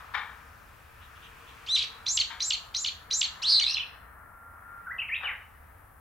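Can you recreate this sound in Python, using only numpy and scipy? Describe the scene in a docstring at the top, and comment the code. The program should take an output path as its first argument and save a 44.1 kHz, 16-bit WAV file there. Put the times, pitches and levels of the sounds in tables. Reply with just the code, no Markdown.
"""A bulbul on a pole, close to the microphones, calls six shrill arches: gliding partials with warble and rasp.
The last one breaks into two-voiced chatter of short glides. A warbler further off answers with a nearly pure
whistle and a quick flourish; far birds give blurred chirps. Dull claps, clicks ringing broad resonances, carry
from the left over a wooded valley. Behind lie filtered noises: a soft rush and a wavering hum on the left,
a draught at the microphones, leaves, low traffic rumble and microphone hiss."""
import sys
import numpy as np
from scipy import signal
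from scipy.fft import rfft, irfft, next_fast_len
from scipy.io import wavfile
from scipy.ndimage import uniform_filter1d

SR = 44100
rng = np.random.default_rng(int(sys.argv[2]) if len(sys.argv) > 2 else 0)


def int16_out(signal):
    """Quantize to a 16-bit WAV file."""
    q = np.round(np.clip(np.atleast_2d(signal).T, -1, 1) * 32767)
    wavfile.write(sys.argv[1], SR, q.astype(np.int16))


N = 264732

# Overtones of the near bird, strong on low notes: (main line f/Hz, level/dB at 1.5 x, level/dB at 2 x)
OVERTONES = [(2200, 3.5, 5.5), (2800, -13.5, -13.5), (3300, -15, -25), (4070, -11, -34.5),
             (4900, -13.5, -35.5), (5700, -33, -41.5), (6700, -28.5, -39), (7400, -23, -37)]
# Colour of each kind of call: (shift/dB at 1.5 x, shift/dB at 2 x, shift/dB at 2 x on low notes,
# level/dB at 2.5 x and level/dB at 0.5 x, both against the overtone at 1.5 x)
VOICES = dict(bow=(-6, 7.5, 1.5, -14, -21), arch=(-0.6, -1.5, -0.9, -21, -5),
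          squeal=(-22.5, 6.5, 8.5, -21, 1.5), hook=(-6.5, 8, -3, -20, 14), hoarse=(-11, 15, -12, -19, -18))
# Slow second vibration by kind of call: mean rate f/Hz and greatest pitch swing f/Hz
WARBLE_HZ = dict(arch=277, squeal=267)
WARBLE_DEPTH_HZ = dict(arch=457, squeal=452)
# Single chatter notes: (middle t/s, nominal length/ms, start f/Hz, end f/Hz, peak level/dB)
CHATTER = [(3.642, 4.4, 3140, 4170, -19.5), (3.65, 6, 3690, 3630, -26), (3.71, 12, 4120, 5970, -26.5),
           (3.722, 11, 4800, 5900, -31), (3.734, 5, 5800, 6070, -33), (3.741, 6, 5900, 4500, -30),
           (3.746, 6.5, 4300, 3900, -21), (3.759, 23, 2476, 3840, -33), (3.778, 7.8, 3480, 3420, -29),
           (3.798, 6, 2440, 3870, -30), (3.808, 17, 3184, 2800, -29), (3.82, 8, 2760, 2840, -34),
           (3.835, 6.6, 2540, 2650, -34)]


def bulbul():
    """The syrinx vibrates at half the main line; a second, slow vibration warbles pitch and level."""
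    out = np.zeros(N)
    line_hz, *overtone_db = np.transpose(OVERTONES)
    for rows, kind, warble in phrases():
        i, edge, (hz, db, rasp) = stroke(rows)
        rasp = np.clip(rasp, 0, 1)
        *shift_db, low_db, fifth_db, sub_db = VOICES[kind]

        # the colour of each voice shows once the note is up
        up = np.clip((hz - 2500) / 1200, 0, 1)
        odd_db, even_db = (np.interp(hz, line_hz, o) + up * s for o, s in zip(overtone_db, shift_db))
        even_db = even_db + low_db * np.clip((3700 - hz) / 700, 0, 1)

        warble_hz, depth_hz = 0, 0 * hz
        if warble:
            begin_s, end_s = warble
            share = np.clip((i / SR - begin_s) / (end_s - begin_s), 0, 1)
            warble_hz, depth_hz = WARBLE_HZ[kind], WARBLE_DEPTH_HZ[kind] * np.sin(np.pi * share)
        beat = 2 * np.pi * np.cumsum(warble_hz * (1 + 0.034 * walk(66, len(i)))) / SR
        phase = 2 * np.pi * np.cumsum(hz + depth_hz * np.sin(beat)) / SR

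        third_db = even_db - 12 - 12 * up - 8 * depth_hz / 400 - 6 * rasp
        # (multiple of the main line, level/dB)
        partials = [(.5, odd_db + sub_db), (1, 0 * db), (1.5, odd_db), (2, even_db),
                    (2.5, odd_db + fifth_db - 6 * rasp), (3, third_db)]
        tone = 0
        for k, partial_db in partials:
            # in a rasp the cycles lose their order: each line spreads into a band
            carrier = chaos(rasp, 2400, len(i)) * np.exp(1j * k * phase)
            tone = tone + undb(partial_db) * carrier.imag * (k * hz < 16000)
        waver_db = (.6 + 1.2 * rasp) * walk(150, len(i))
        throb_db = 3.4 * np.sin(beat + 1.7) * depth_hz / 400 + waver_db
        out[i] += np.sqrt(2) * edge * tone * undb(db + throb_db)
    chatter = chips(CHATTER + trills(), -29.5, 0.27)
    # the small throat radiates nothing low and little at the very top
    throat = signal.butter(4, [2300, 13500], "band", fs=SR, output="sos")
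    return signal.sosfilt(throat, out + chatter)


# First call, a clear bow ending in a scratch: (t/s, main line f/Hz, level/dB, rasp 0-1)
BOW = [(1.662, 1920, -56, 0.3), (1.676, 2940, -41, 0.6), (1.69, 3425, -32.5, 0.26),
       (1.71, 3860, -28.5, 0.06), (1.735, 4074, -25, .02), (1.755, 3976, -22.5, 0.14),
       (1.763, 3460, -24, .15), (1.77, 2600, -32, 0.7), (1.776, 2897, -31, .9), (1.782, 4200, -28, 1),
       (1.805, 3350, -30, .7), (1.824, 3300, -34, .9), (1.83, 4600, -27.5, 0.2), (1.836, 2890, -32.5, .9),
       (1.85, 2500, -36.5, .9)]
# Hoarse breathiness beneath the chatter: (t/s, main line f/Hz, level/dB, rasp 0-1)
UNDERTONE = [(3.636, 3650, -40.5, 0.74), (3.71, 4580, -40.5, .99), (3.75, 4010, -65, 1),
             (3.85, 2700, -63, 0.78)]
# Last call, a loud warbled squeal: (t/s, main line f/Hz, level/dB, rasp 0-1)
SQUEAL = [(3.418, 1800, -60, .2), (3.425, 2249.5, -45.5, .1), (3.43, 2616, -34.5, .2),
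          (3.44, 3041, -29.5, .02), (3.455, 3850, -28.5, .02), (3.475, 4284, -24.5, 0.16),
          (3.505, 4720.5, -23, 0.2), (3.53, 4520.5, -20, 0.12), (3.56, 4200, -21, 0.07),
          (3.578, 4100, -22.5, 0.1), (3.594, 4100, -26.5, .2)]
# Ending of the squeal: (burst t/s, level/dB, rise of the hook's last two points f/Hz, lift of the hook level/dB)
SQUEAL_END = (3.6, -21.5, 350, 1.5)
# Span of the squeal's warble: (begin t/s, end t/s)
SQUEAL_WARBLE_S = (3.45, 3.595)
# Four high arches of one shape:
# (start t/s, burst t/s, top f/Hz, level/dB, level along the top/dB, lift of the closing hook level/dB)
ARCHES = [(2.056, 2.178, 7530, -19, -29.5, 3), (2.395, 2.51, 7540, -19.5, -32.5, -0.2),
          (2.738, 2.85, 7260, -22, -35, -.1), (3.101, 3.218, 7480, -19, -29.5, -3)]
# Low opening step and jump: (t/s after the start, main line f/Hz, level/dB against the arch, rasp 0-1)
ARCH_ONSET = [(.002, 2230, -38, .4), (.007, 2402, -22.5, .7), (.011, 4040, -6, 0.5), (.018, 3945, -11, .1),
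              (.026, 4200, -10, .15), (.033, 5637, -8.5, .2)]
# Climb to the top and plunge: (t/s before the burst, share of top f, level/dB against the top)
ARCH_TOP = [(.062, .9, -1), (.037, .98, -2.5), (.022, 1.005, 2.5), (.012, .965, -5), (.008, .84, -0.5),
            (.004, .56, 7.5)]
# Warble of an arch: (begin t/s after the start, end t/s before the burst)
ARCH_WARBLE_S = (.015, 0.017)


def phrases():
    """The bird's long calls as rows (t/s, f/Hz, level/dB, rasp) with kind and span of warble."""
    burst, db, lift_hz, hook_db = SQUEAL_END
    end = np.array(coda(burst, db, hook_db)[:-1])
    end[-2:, 1] += lift_hz
    calls = [(BOW, "bow", None), (UNDERTONE, "hoarse", None),
             (SQUEAL + list(end[:2]), "squeal", SQUEAL_WARBLE_S), (end[1:], "hook", None)]
    after_start, before_burst = ARCH_WARBLE_S
    for start, burst, top_hz, db, top_db, hook_db in ARCHES:
        rows = [(start + s, hz, db + d, rasp) for s, hz, d, rasp in ARCH_ONSET]
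        rows += [(burst - s, share * top_hz, top_db + d, .1) for s, share, d in ARCH_TOP]
        rows += coda(burst, db, hook_db)
        calls.append((rows, "arch", (start + after_start, burst - before_burst)))
    return calls


# Low burst, hoarse gap and small hook: (t/s after the burst, main line f/Hz, level/dB against the call, rasp 0-1)
CODA = [(0, 2858, -0.5, .25), (.007, 2830, -22.5, 1), (.012, 3142, -3, .8), (.018, 4822, -18.5, .2),
        (.024, 4430, -5.5, .1), (.033, 4150, -9.5, .1), (.038, 3104, -11, .65), (.047, 3100, -15.5, .9)]


def coda(burst, db, hook_db):
    """The ending placed at its burst; the hook is the part from the fifth row on."""
    return [(burst + s, hz, db + d + hook_db * (k > 3), rasp)
            for k, (s, hz, d, rasp) in enumerate(CODA)]


# Runs of evenly spaced chatter notes: (first t/s, last t/s, nominal length/ms, glide f/Hz,
# first f/Hz, last f/Hz, first level/dB, last level/dB)
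TRILLS = [(3.667, 3.697, 6.5, 120, 3950, 4250, -20, -22), (3.663, 3.702, 5.4, -400, 4630, 5650, -32, -31.5),
          (3.675, 3.728, 7.8, -350, 2570, 2790, -31, -31.5),
          (3.77, 3.783, 6, -950, 2720, 2690, -23.5, -23.5), (3.789, 3.841, 7, -200, 2705, 2490, -32, -39.5)]


def trills():
    """The runs, one note about every 14 ms, spelled out as single glides."""
    notes = []
    for first, last, ms, glide_hz, first_hz, last_hz, first_db, last_db in TRILLS:
        count = round((last - first) / .014) + 1
        for s, hz, db in np.linspace((first, first_hz, first_db), (last, last_hz, last_db), count):
            notes.append((s, ms, hz - glide_hz / 2, hz + glide_hz / 2, db))
    return notes


# Long whistle from further off: (t/s, f/Hz, level/dB)
WHISTLE = [(4.05, 1380, -70), (4.45, 1383, -55), (4.6, 1392, -58), (4.72, 1392, -49), (4.8, 1384, -45.5),
           (4.825, 1352, -63)]
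# Quick flourish, one list per note: (t/s, f/Hz, level/dB)
FLOURISH = [
    [(4.862, 1600, -47), (4.875, 1482, -34), (4.895, 1263, -42), (4.912, 1853, -32), (4.921, 2037, -34),
     (4.932, 2070, -53.5)],
    [(4.982, 3140, -47), (4.988, 2673, -32), (4.995, 2564, -24.5), (5.004, 3026, -28.5), (5.009, 3120, -54)],
    [(5.014, 2950, -46.5), (5.02, 2850, -27), (5.027, 2030, -28)],
    [(5.084, 2930, -34), (5.092, 2153, -31.5), (5.101, 1736, -34), (5.12, 2253, -29), (5.144, 2680, -24),
     (5.15, 3250, -33.5), (5.158, 3840, -50.5), (5.17, 3670, -35.5)],
    [(5.238, 4070, -56), (5.246, 2890, -29), (5.258, 3040, -30), (5.272, 2478, -28.5), (5.287, 2136, -30.5),
     (5.315, 1664, -37.5), (5.332, 1216, -45)],
]


def warbler():
    """Nearly pure tones: a steady swelling whistle, then fast glides that flutter on their way through the leaves."""
    out = np.zeros(N)
    soft = np.hanning(160) / 80
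    for rows, flutter in [(WHISTLE, .2)] + [(note, .3) for note in FLOURISH]:
        i, edge, (hz, db) = stroke(rows)
        phase = 2 * np.pi * np.cumsum(hz) / SR
        swell = np.convolve(edge * undb(db), soft, "same")
        tone = (chaos(flutter, 250, len(i)) * np.exp(1j * phase)).imag
        out[i] += np.sqrt(2) * edge * swell * tone
    return out


# Chirps of far birds: (middle t/s, nominal length/ms, start f/Hz, end f/Hz, peak level/dB)
FAR_CHIRPS = [(1.02, 60, 2400, 3900, -61), (1.16, 25, 2500, 3370, -60), (1.24, 70, 3500, 2594, -57),
              (1.48, 45, 2500, 3860, -58.5)]


def far_chirps():
    """Short glides of far birds, blurred almost into noise bands."""
    return chips(FAR_CHIRPS, -19.5, 0.91)


# Claps from across the valley: (t/s, level/dB, rattle decay/s, tilt/dB per octave, lowest f/Hz, highest f/Hz)
CLAPS = [(0.002, -52.5, 0.01, 1, 500, 3500), (.136, -34.5, 0.067, -1, 830, 6470),
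         (2.296, -44, 0.045, 5.5, 725, 5000), (5.203, -42.5, 0.085, 1, 540, 2950)]
# Broad resonances of the claps: (f/Hz, width f/Hz, level/dB before the tilt)
CLAP_BODY = [(607, 250, -4.5), (870, 270, -5.5), (1235, 747, 5.5), (1584, 500, 1.5), (2284, 125, 5),
             (3400, 650, -2.5), (4600, 610, -26)]


def claps():
    """Each clap is a short rattle of uneven clicks that ring a few broad resonances; distance trims both ends."""
    out = np.zeros(N)
    t = np.arange(SR // 4) / SR
    for s, db, length_s, bright_db, low_hz, high_hz in CLAPS:
        sizes = rng.standard_normal(len(t)) * undb(3.5 * walk(113, len(t)))
        rise = np.clip(t / .01, 0, 1)
        rattle = sizes * rise * np.exp(-(t / length_s) ** 2)
        ring = 0
        for hz, width_hz, mode_db in CLAP_BODY:
            mode = signal.butter(2, [hz - width_hz / 2, hz + width_hz / 2], "band", fs=SR, output="sos")
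            tilt_db = bright_db * np.log2(hz / 1500)
            ring = ring + undb(mode_db + tilt_db) * signal.sosfilt(mode, rattle)
        trim = signal.butter(2, [low_hz, high_hz], "band", fs=SR, output="sos")
        ring = signal.sosfilt(trim, ring)
        loudness = np.sqrt(np.mean(ring[:int(length_s * SR)] ** 2))
        at = int(s * SR)
        out[at:at + len(t)] += undb(db) * ring / loudness
    return out


# Spectrum of the rush: (f/Hz, relative level/dB)
RUSH = [(88, -39), (150, -8.5), (377, -17.5), (420, -16.5), (463, -16), (546, -12.5), (601, -10),
        (1310, 1.5), (1370, -0.5), (1830, -3.5), (4000, -45), (5200, -54.5), (8800, -120)]
# Course of the rush before it is placed: (t/s, level/dB)
RUSH_DB = [(0, -52.5), (.95, -58), (1.5, -54.5), (2, -53), (2.9, -56.5), (3.5, -52), (4.4, -56.5), (5, -54),
           (5.5, -58.5), (6, -60.5)]


def rush():
    """Soft broad noise, stronger and three samples earlier at the left microphone."""
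    left, right = coloured(RUSH, 0, 0.57, 1.7) * undb(curve(RUSH_DB)[0])
    return np.array([np.roll(left, -3) * undb(3.5), right * undb(-1.0)])


# Course of the hum before it is placed: (t/s, level/dB)
HUM_DB = [(0, -74), (1, -78), (1.4, -65.5), (3.05, -78), (3.12, -60), (3.2, -78), (6, -82)]


def hum():
    """A narrow noise band around 460 Hz wavers like a hum, 8 dB stronger on the left."""
    spectrum = [(380, -59), (430, -11.5), (460, 0.5), (500, -10.5), (560, -55.5)]
    return coloured(spectrum, 0, 0.93, 2.8) * undb(curve(HUM_DB)[0] + [[4], [-4]])


def draught():
    """Air moving past the microphone ports murmurs in each on its own, more on the left."""
    spectrum = [(100, -42.0), (200, -1.5), (350, -4.0), (700, -1.5), (1100, -7.5), (2000, -70.5)]
    return coloured(spectrum, -69, 0, 1.8) * undb([[3], [-3]])


# Course of the leaves: (t/s, level/dB)
LEAVES_DB = [(0, -60.5), (.9, -64), (1.6, -58), (2.7, -66.5), (3.1, -71), (3.45, -69), (4, -92), (5.3, -71),
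             (6, -78)]


def leaves():
    """Treble noise of leaves, half alike in both microphones, that quietens."""
    spectrum = [(1500, -27), (2400, -5.5), (4000, -19.0), (7500, -24), (9000, -26), (12000, -70)]
    return coloured(spectrum, 0, .5, 0.94) * undb(curve(LEAVES_DB)[0])


# Spectrum of the traffic rumble: (f/Hz, relative level/dB)
RUMBLE = [(12, -36.5), (20, -8), (70, 5), (88, 2.5), (193, -17.5), (300, -25.5), (390, -51), (660, -120)]


def rumble():
    """Low traffic noise, nearly alike in both microphones, three samples earlier on the left."""
    left, right = coloured(RUMBLE, -57, 0.93, 1.0)
    return np.array([np.roll(left, -3), right])


# Spectrum of the microphone hiss: (f/Hz, relative level/dB)
HISS = [(1760, -44.5), (3000, -26.5), (3330, -20), (7010, -18), (9300, -6.5), (9960, -5.5), (11800, -4.5),
        (15600, -5)]


def hiss():
    """Microphone noise, almost unrelated between the two sides."""
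    return coloured(HISS, -67.5, .05, .3)


def background():
    """All steady layers of the place and the microphones together."""
    return rush() + hum() + draught() + leaves() + rumble() + hiss()


def undb(db):
    """Decibels to gain."""
    return 10 ** (np.asarray(db) / 20)


def curve(rows):
    """Columns of a (t/s, ..) table at every sample."""
    s, *columns = np.transpose(rows)
    return [np.interp(np.arange(N) / SR, s, c) for c in columns]


def stroke(rows):
    """Sample span, 1.1 ms soft edges and columns of one note."""
    s, *columns = np.transpose(rows)
    i = np.arange(int(s[0] * SR), int(s[-1] * SR))
    edge = np.clip(np.minimum(i - i[0], i[-1] - i) / (0.0011 * SR), 0, 1)
    return i, edge, [np.interp(i / SR, s, c) for c in columns]


def chips(table, overtone_db, rasp):
    """Short, hoarse glides with one overtone at 2 x and round envelopes."""
    out = np.zeros(N)
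    for s, ms, start_hz, end_hz, db in table:
        n = int(1.2 * ms * SR / 1000)  # the round window spans 1.2 nominal lengths
        phase = 2 * np.pi * np.cumsum(np.linspace(start_hz, end_hz, n)) / SR
        tone = np.exp(1j * phase) + undb(overtone_db) * np.exp(2j * phase)
        hoarse = (chaos(rasp, 1500, n) * tone).imag
        at = int(s * SR) - n // 2
        out[at:at + n] += np.sqrt(2) * undb(db) * np.hanning(n) * hoarse
    return out


def chaos(share, rate, size):
    """Complex carrier gain: steady at share 0, a band of noise at share 1."""
    share = np.clip(share, 0, 1)
    noise = (walk(rate, size) + 1j * walk(rate, size)) / np.sqrt(2)
    return np.sqrt(1 - share ** 2) + share * noise


def walk(rate, size=N):
    """Smooth chance that turns about rate times a second; spread 1."""
    k = max(int(SR / rate), 1)
    x = rng.standard_normal(size + 4 * k)
    x = uniform_filter1d(uniform_filter1d(x, k), k)[2 * k:2 * k + size]
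    return x * np.sqrt(1.5 * k)  # restores the spread lost in smoothing


def coloured(spectrum, db, alike, flicker_db):
    """Two-channel noise with a spectrum; half-octave bands flicker on their own."""
    size = next_fast_len(N)
    hz = np.fft.rfftfreq(size, 1 / SR) + 1
    points = np.array(spectrum)
    gain = undb(np.interp(np.log(hz), np.log(points[:, 0]), points[:, 1]))
    mid, side = rfft(rng.standard_normal((2, size))) * gain
    alike = np.clip(alike, 0, 1)
    pair = np.sqrt(1 + alike) * mid + np.sqrt(1 - alike) * side * np.array([[1], [-1]])
    out = 0
    for band in range(8, 29):
        share = np.clip(1 - abs(2 * np.log2(hz) - band), 0, 1)
        if (share * gain).max() > 1e-3:  # skip silent bands
            out = out + irfft(pair * share, size)[:, :N] * undb(flicker_db * walk(3.9))
    return out * undb(db) / np.sqrt(np.mean(out.mean(axis=0) ** 2))


def valley(x, wet_db, t60_s, rise_s, alike, top_hz):
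    """Scatter from trees and slopes: a dense tail that builds up and dies away, duller than the direct sound."""
    t = np.arange(SR) / SR
    mid, side = rng.standard_normal((2, SR))
    tail = mid + (1 - np.clip(alike, 0, 1)) * side * np.array([[1], [-1]])
    tail = tail * undb(1.1 * walk(40, SR))
    tail = tail * (1 - np.exp(-t / rise_s)) * undb(-60 * t / t60_s)
    tail = signal.lfilter(*signal.butter(1, top_hz, fs=SR), tail)
    tail = tail / np.sqrt(np.sum(tail[0] ** 2))
    return undb(wet_db) * signal.fftconvolve(x[None], tail, axes=1)[:, :N]


def place(x, pan_db, lag):
    """Left-over-right level in dB and samples that the left trails (negative: leads)."""
    return np.array([np.roll(x, lag) * undb(pan_db / 2), x * undb(-pan_db / 2)])


def scene():
    """Near bird nearly dry with a quick and a slow tail, far sounds with more scatter."""
    near, far, clap, chirps = bulbul(), warbler(), claps(), far_chirps()
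    slope_t60_s = .48
    mix = place(near, -0.76, 0)
    mix = mix + valley(near, -9.0, .22, 0.0072, 0.2, 9000)
    mix = mix + valley(near, -16, slope_t60_s, 0.01, 0.23, 4900)
    mix = mix + place(far, 0.093, -1) * undb(-3.0)
    mix = mix + valley(far, -9, 0.42, 0.0065, 0.64, 5200)
    mix = mix + chirps + valley(chirps, 1.3, 0.15, .008, 0.13, 7800)
    mix = mix + place(clap, 9.9, -2)
    clap_tail = valley(clap, -7.5, slope_t60_s, 0.0077, 0.72, 2400)[0]
    return mix + place(clap_tail, 6.6, -2) + background()


def record(dry):
    """The recorder cuts the top steeply above 15760 Hz."""
    return signal.sosfilt(signal.ellip(10, .2, 80, 15760, fs=SR, output="sos"), dry)


dry = scene()
out = record(dry)
int16_out(out)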